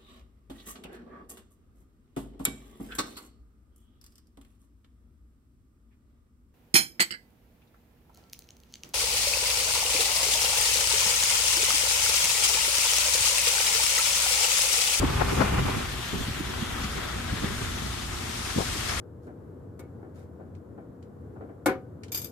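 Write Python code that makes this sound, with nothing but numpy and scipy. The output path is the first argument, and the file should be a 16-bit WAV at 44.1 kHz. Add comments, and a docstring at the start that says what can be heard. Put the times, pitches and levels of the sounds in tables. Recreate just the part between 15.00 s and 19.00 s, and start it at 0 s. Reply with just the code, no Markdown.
"""A longtail boat's engine, heard on board along a canal, drones and rasps, then eases off.
Its periodic firing gives low harmonics and a buzz of exhaust puffs, and the wooden hull resonates.
Turbulent wind buffets the two ports of the microphone, while foam and droplets rush along the hull.
A second boat comes up on the left, its engine a dull roar and its bow spray a growing hiss."""
import sys
import numpy as np
from scipy import signal
from scipy.fft import rfft, irfft
from scipy.io import wavfile
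from scipy.ndimage import uniform_filter1d

SR = 44100
rng = np.random.default_rng(int(sys.argv[2]) if len(sys.argv) > 2 else 0)


def int16_out(signal):
    """Quantize to a 16-bit WAV file."""
    q = np.round(np.clip(np.atleast_2d(signal).T, -1, 1) * 32767)
    wavfile.write(sys.argv[1], SR, q.astype(np.int16))


N = 176400
T = np.arange(N) / SR
HZ = np.fft.rfftfreq(N, 1 / SR)

# Each row: time in seconds, engine cycles per second.
ENGINE_SPEED = [(0, 34.45), (.4, 32.48), (.8, 31.35), (1.1, 29.76), (1.6, 31.02), (2.1, 29.43),
                (2.7, 29.95), (4, 28.53)]
# Each row: time in seconds, gain of the whole engine in dB.
ENGINE_EFFORT = [(0, 0.5), (.35, 1.5), (.6, 2), (.73, 0.5), (.82, -3), (.93, -15), (1.1, -14), (1.6, -7),
                 (2.6, -11.5), (3.3, -8.5), (4, -8)]
# Each row: multiple of the cycle rate, relative level in dB.
ENGINE_ORDERS = [(2, -36.5), (3, -38.5), (4, -41.5), (8, -51.5), (12, -48)]
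# Each row: frequency in Hz, relative spectral density in dB.
RASP_SPECTRUM = [(100, -7), (250, 2.5), (400, 1), (520, 1), (700, 2), (850, 2), (1200, 4), (1650, -3.5),
                 (2000, -1.5), (2750, -5), (4000, -25), (8000, -26), (15000, -53)]
# Each row: frequency in Hz, coherence of the ports from 0 to 1, left phase lead in radians.
RASP_COHERENCE = [(150, .7, .3), (550, .7, 2.5), (850, .2, 5), (1150, .7, 6), (1500, .55, 6.2),
                  (2000, .45, 7.3), (2700, .3, 5.7), (4000, .1, 7)]
def engine():
    """Periodic firing makes a harmonic series: drone and rasp follow one speed and one effort."""
    jitter, rasp_db, sputter_db = .004, -33, 2
    cycles = np.cumsum(curve(ENGINE_SPEED) * (1 + jitter * wander(18.4))) / SR
    drone = 0
    for order, db in ENGINE_ORDERS:
        gain = amp(db + .19 * wander(11))
        drone += gain * unit(np.sin(2 * np.pi * (order * cycles + rng.random())))
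    sputter = amp(rasp_db + sputter_db * wander(40))
    rasp = blend(exhaust(cycles, noise_share=.42), RASP_COHERENCE)
    rasp = colour(rasp, RASP_SPECTRUM, pan_db=2)
    return amp(curve(ENGINE_EFFORT)) * (drone + sputter * rasp)


def exhaust(cycles, noise_share):
    """Pulsating flow: an uneven waveform repeats each cycle, and noise puffs out twice a cycle."""
    harmonics = rng.uniform(.1, 1, (2, 301)) * np.exp(2j * np.pi * rng.random((2, 301)))
    waveforms = irfft(harmonics, 4096)
    buzz = np.array([np.interp(cycles % 1, np.linspace(0, 1, len(w)), w) for w in waveforms])
    puffs = (.5 + np.exp(-(2 * cycles % 1))) * rng.standard_normal((2, N))
    return np.sqrt(1 - noise_share) * unit(buzz) + np.sqrt(noise_share) * unit(puffs)


# Each row: time in seconds, level in dB.
HULL_LEVEL = [(0, -51), (1.05, -54), (1.75, -45), (2.9, -45), (4, -53)]
def hull_boom():
    """Resonance: shaken unevenly, one mode of the wooden hull passes a narrow band, a low burble."""
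    mode_hz, half_width_hz = 240, 32
    shaking = rfft(rng.standard_normal(N))
    ring = irfft(shaking / (1 + ((HZ - mode_hz) / half_width_hz) ** 2), N)
    return amp(curve(HULL_LEVEL)) * unit(ring)


# Each row: time in seconds, level of the rumble in dB.
WIND_LEVEL = [(0, -28), (.3, -30), (.62, -30.5), (.78, -32), (.82, -37.5), (.98, -35.5), (1.07, -45),
              (1.16, -33.5), (1.36, -39), (1.6, -37), (2.15, -39), (2.33, -37), (2.6, -36), (3.1, -39),
              (3.45, -44.5), (3.68, -38), (4, -37.5)]
# Each row: frequency in Hz, relative spectral density in dB.
RUMBLE_SPECTRUM = [(10, -20), (25, -4), (45, 4), (62, 10.5), (80, 5.5), (130, 3), (200, -5.5), (400, -22),
                   (1200, -35), (4000, -71)]
FLUTTER_SPECTRUM = [(40, -23), (100, -20), (150, 2.5), (245, -0.5), (310, -3), (390, 0.5), (520, -14),
                    (1200, -13), (4000, -62)]
# Each row: frequency in Hz, coherence of the ports from 0 to 1, left phase lead in radians.
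WIND_COHERENCE = [(60, .965, 0), (130, .76, 0), (250, .45, 0), (400, .1, 0)]
def wind():
    """Turbulent pressure at the ports makes an even rumble with a lumpy flutter above it."""
    flutter_db, lump_db = -5.5, 6
    flutter = colour(turbulence(WIND_COHERENCE), FLUTTER_SPECTRUM)
    lumps = amp(lump_db * np.minimum(wander(39.2), 2))
    rumble = colour(turbulence(WIND_COHERENCE), RUMBLE_SPECTRUM)
    return amp(curve(WIND_LEVEL)) * (rumble + amp(flutter_db) * unit(flutter * lumps))


def turbulence(coherence):
    """Large eddies span both ports, so their noise is most alike at low frequencies."""
    return blend(rng.standard_normal((2, N)), coherence)


# Each row: centre in seconds, half length in seconds, level in dB, cutoff in Hz, left over right in dB.
EDDIES = [(0.041, 0.0065, -18.5, 295, 2), (0.027, 0.011, -26, 1110, 14), (0.217, 0.0067, -19, 1750, 19),
          (0.378, 0.0083, -30, 1510, 6), (0.412, 0.028, -24, 346, 8), (.416, 0.014, -20, 1900, 11),
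          (0.598, 0.026, -22.5, 160, 0), (0.686, 0.0055, -29, 1320, -6), (0.773, 0.011, -26.5, 199, 5),
          (1.157, 0.018, -33, 340, -7), (1.209, 0.0063, -28, 257, -11), (1.289, 0.019, -32.5, 225, -6),
          (1.408, 0.0051, -27, 298, -6), (1.629, 0.0075, -28, 278, -1.5), (1.844, 0.0055, -31, 395, 4),
          (1.958, 0.009, -38, 380, -7), (2.334, 0.009, -28, 274, 4), (2.443, 0.0073, -24.5, 342, 1),
          (2.466, 0.0093, -34, 377, -5), (3.566, 0.0071, -26, 385, 10), (3.584, 0.0069, -21, 404, 13),
          (3.605, 0.023, -28.5, 1129, 13)]
# Each row: frequency in Hz, coherence of the ports from 0 to 1, left phase lead in radians.
EDDY_COHERENCE = [(70, .97, 0), (300, .6, 0)]
def gusts():
    """Passing eddies make ragged pressure bursts; the fast ones reach up into a one-sided crackle."""
    floor_hz, knee_hz, side_hz, lag_s = 75, 300, 300, .0007
    body = HZ ** 2 / (HZ ** 2 + floor_hz ** 2) / np.sqrt(1 + HZ / knee_hz)
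    sided = HZ ** 2 / (HZ ** 2 + side_hz ** 2)  # the bass stays central
    air = rfft(turbulence(EDDY_COHERENCE))
    tearing = amp(2.5 * np.minimum(wander(110), 1))
    out = np.zeros((2, N))
    for centre_s, half_s, db, cutoff_hz, pan_db in EDDIES:
        delay_s = sided * np.array([[0], [lag_s * np.sign(pan_db)]])  # the nearer port is hit first
        place = np.exp(-2j * np.pi * HZ * delay_s) * pan(pan_db * sided)
        eddy = irfft(air * body * place / (1 + (HZ / cutoff_hz) ** 5), N)
        eddy = np.roll(eddy, rng.integers(N), axis=1)
        out += amp(db) * burst(tearing * eddy, centre_s, half_s)
    return out


# Each row: time in seconds, level in dB.
WASH_LEVEL = [(0, -37), (.35, -40), (.6, -37), (1.1, -35), (1.4, -37), (1.85, -36.5), (2.2, -39),
              (2.7, -38), (3.1, -41), (4, -37.5)]
SPRAY_LEVEL = [(0, -47), (.13, -39.5), (.22, -42), (.36, -36.5), (.6, -45.5), (.8, -43), (1.05, -60)]
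# Each row: frequency in Hz, relative spectral density in dB.
WASH_SPECTRUM = [(60, -2), (250, -4), (550, -1.5), (850, 1), (1300, 3), (1800, 4.5), (2500, 0), (3400, 3),
                 (4600, -3), (7000, -5.5), (10000, -10.5), (14000, -16.5)]
SPRAY_SPECTRUM = [(1000, -23), (3500, -3), (6000, -5), (10000, -10.5), (14000, -19)]
# Each row: frequency in Hz, left over right in dB.
WASH_PAN = [(200, 11), (600, -4), (1300, 5), (2300, 5), (3400, 8.5), (5000, 1), (8000, 1.5)]
# Each row: frequency in Hz, coherence of the ports from 0 to 1, left phase lead in radians.
WASH_COHERENCE = [(800, .12, 0), (1250, .62, -.3), (1900, .15, .9), (2300, .3, 1.6), (3400, .1, .5)]
def hull_water():
    """Flow noise: a broadband wash runs along the hull, and brighter spray spurts off the bow."""
    wash = colour(blend(water(), WASH_COHERENCE), WASH_SPECTRUM, read(WASH_PAN, HZ))
    spray = colour(water(), SPRAY_SPECTRUM)
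    return amp(curve(WASH_LEVEL)) * wash + amp(curve(SPRAY_LEVEL)) * spray


def water():
    """Random events add up to noise: foam churns in drifting patches, and droplets burst as impulses."""
    patch_db, swell_db, flicker_db = 1.31, .25, .6
    drops_per_s, drop_spread_db, drop_db = 2800, 1.5, -17
    bands = signal.stft(rng.standard_normal((2, N)), nperseg=512)[2]
    patches = rng.standard_normal(bands.shape[1:])
    for axis in (0, 1):  # smooth over frequency, then time
        patches = uniform_filter1d(patches, size=8, axis=axis)
    foam = signal.istft(bands * amp(patch_db * unit(patches)), nperseg=512)[1][:, :N]
    impulses = (rng.random((2, N)) < drops_per_s / SR) * rng.choice([-1, 1], (2, N))
    drops = impulses * amp(drop_spread_db * np.minimum(rng.exponential(1, (2, N)), 5))
    surge = amp(swell_db * wander(2.3) + flicker_db * wander(47))
    return (unit(foam) + amp(drop_db) * unit(drops)) * surge


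# Each row: time in seconds, level in dB.
ROAR_LEVEL = [(1.4, -61), (1.88, -52), (2, -41), (2.35, -39), (2.65, -42.5), (2.78, -52), (3.1, -51),
              (3.8, -50.5), (3.92, -37.5), (4, -38.5)]
BOW_LEVEL = [(0, -59), (2.1, -47), (2.6, -40.5), (3.1, -41.5), (3.35, -37.5), (3.6, -35), (3.9, -34),
             (4, -34)]
# Each row: frequency in Hz, relative spectral density in dB.
ROAR_SPECTRUM = [(100, -4.5), (380, 2.5), (600, 0.5), (1000, -0.5), (1350, 4.5), (1900, 2.5), (2600, -5.5),
                 (5000, -10), (14000, -54)]
BOW_SPECTRUM = [(300, -4), (700, -12), (1020, -5.5), (1450, 2), (2400, 3.5), (4000, 3.5), (6500, 3),
                (9000, 1), (11000, -4.5), (14000, -12)]
# Each row: frequency in Hz, left over right in dB.
BOW_PAN = [(1000, 1.5), (4000, 7.8), (13000, 5.3)]
# Each row: frequency in Hz, coherence of the ports from 0 to 1, left phase lead in radians.
ROAR_COHERENCE = [(800, .1, -.4), (1300, .8, 0), (1900, .35, .4), (2400, 0, 0)]
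def second_boat():
    """A level difference places a rough engine and the growing hiss of its bow wave on the left."""
    cycle_hz, jitter = 57.3, .024
    cycles = np.cumsum(cycle_hz * (1 + jitter * wander(7.1))) / SR
    roar_gain = amp(curve(ROAR_LEVEL) + 2.1 * wander(20))
    roar = blend(exhaust(cycles, noise_share=.99), ROAR_COHERENCE)
    roar = colour(roar, ROAR_SPECTRUM, pan_db=4.5)
    bow_wave = colour(water(), BOW_SPECTRUM, read(BOW_PAN, HZ))
    return roar_gain * roar + amp(curve(BOW_LEVEL)) * bow_wave


# Each row: centre in seconds, half length in seconds, level in dB.
BREAKING_WAVES = [(1.843, 0.013, -36.5), (1.978, 0.011, -42), (3.506, 0.011, -35), (3.9, 0.022, -34),
                  (3.977, 0.0084, -37)]
# Each row: frequency in Hz, relative spectral density in dB.
SPLASH_SPECTRUM = [(300, -15), (1200, 10), (2000, 8.5), (3600, 4.5), (6000, 4), (14000, -28)]
def splashes():
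    """Small waves breaking at the second boat's bow radiate short noise transients on the left."""
    foam = colour(water(), SPLASH_SPECTRUM, pan_db=5.5)
    return sum(amp(db) * burst(foam, centre_s, half_s) for centre_s, half_s, db in BREAKING_WAVES)


def amp(db):
    """Converts decibels to an amplitude ratio."""
    return 10 ** (np.asarray(db) / 20)


def unit(x):
    """Normalises to rms 1."""
    return x / np.sqrt(np.mean(abs(x) ** 2) + 1e-20)


def read(points, hz):
    """Interpolates a table over log frequency."""
    f, value = np.transpose(points)
    return np.interp(np.log(hz + 1), np.log(f + 1), value)


def curve(points):
    """Interpolates a table over time."""
    return np.interp(T, *np.transpose(points))


def pan(db):
    """Splits a level difference into left and right gains."""
    return amp(np.array([[.5], [-.5]]) * db)


def colour(x, spectrum, pan_db=0):
    """Filtering gives a stereo sound its spectrum and place, at rms 1."""
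    return unit(irfft(rfft(x) * amp(read(spectrum, HZ)) * pan(pan_db), N))


def blend(x, coherence):
    """Partial coherence: the right channel takes a share of the left and a phase lag, band by band."""
    left, right = rfft(x)
    hz, *columns = np.transpose(coherence)
    likeness, lead = (read(np.c_[hz, column], HZ) for column in columns)
    right = likeness * left + np.sqrt(1 - likeness ** 2) * right
    return irfft(np.array([left, right * np.exp(-1j * lead)]), N)


def wander(hz):
    """Low-passed noise fluctuates at rates up to about hz, at rms 1."""
    return unit(irfft(rfft(rng.standard_normal(N)) * (HZ > 0) / (1 + (HZ / hz) ** 4), N))


def burst(noise, centre_s, half_s):
    """An envelope swells and dies, leaving the energy of rms 1 held for twice half_s."""
    envelope = np.exp(-(abs(T - centre_s) / half_s) ** 1.4)
    return unit(envelope * noise) * np.sqrt(2 * half_s * SR / N)


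def scene():
    """Superposition: the pressures from both boats, the wind and the water add."""
    return engine() + hull_boom() + wind() + gusts() + hull_water() + second_boat() + splashes()


# Each row: frequency in Hz, left over right in dB.
PORT_BALANCE = [(5000, 0), (7000, -3), (10000, -7.5), (13500, -11.5)]
def record(dry):
    """Frequency response of the microphone: the left port is duller, and both are band-limited."""
    heard = irfft(rfft(dry) * pan(read(PORT_BALANCE, HZ)), N)
    low_pass = signal.firwin(801, cutoff=14300, window=("kaiser", 9), fs=SR)
    return signal.oaconvolve(heard, low_pass[None], "same")


dry = scene()
out = record(dry)
int16_out(out)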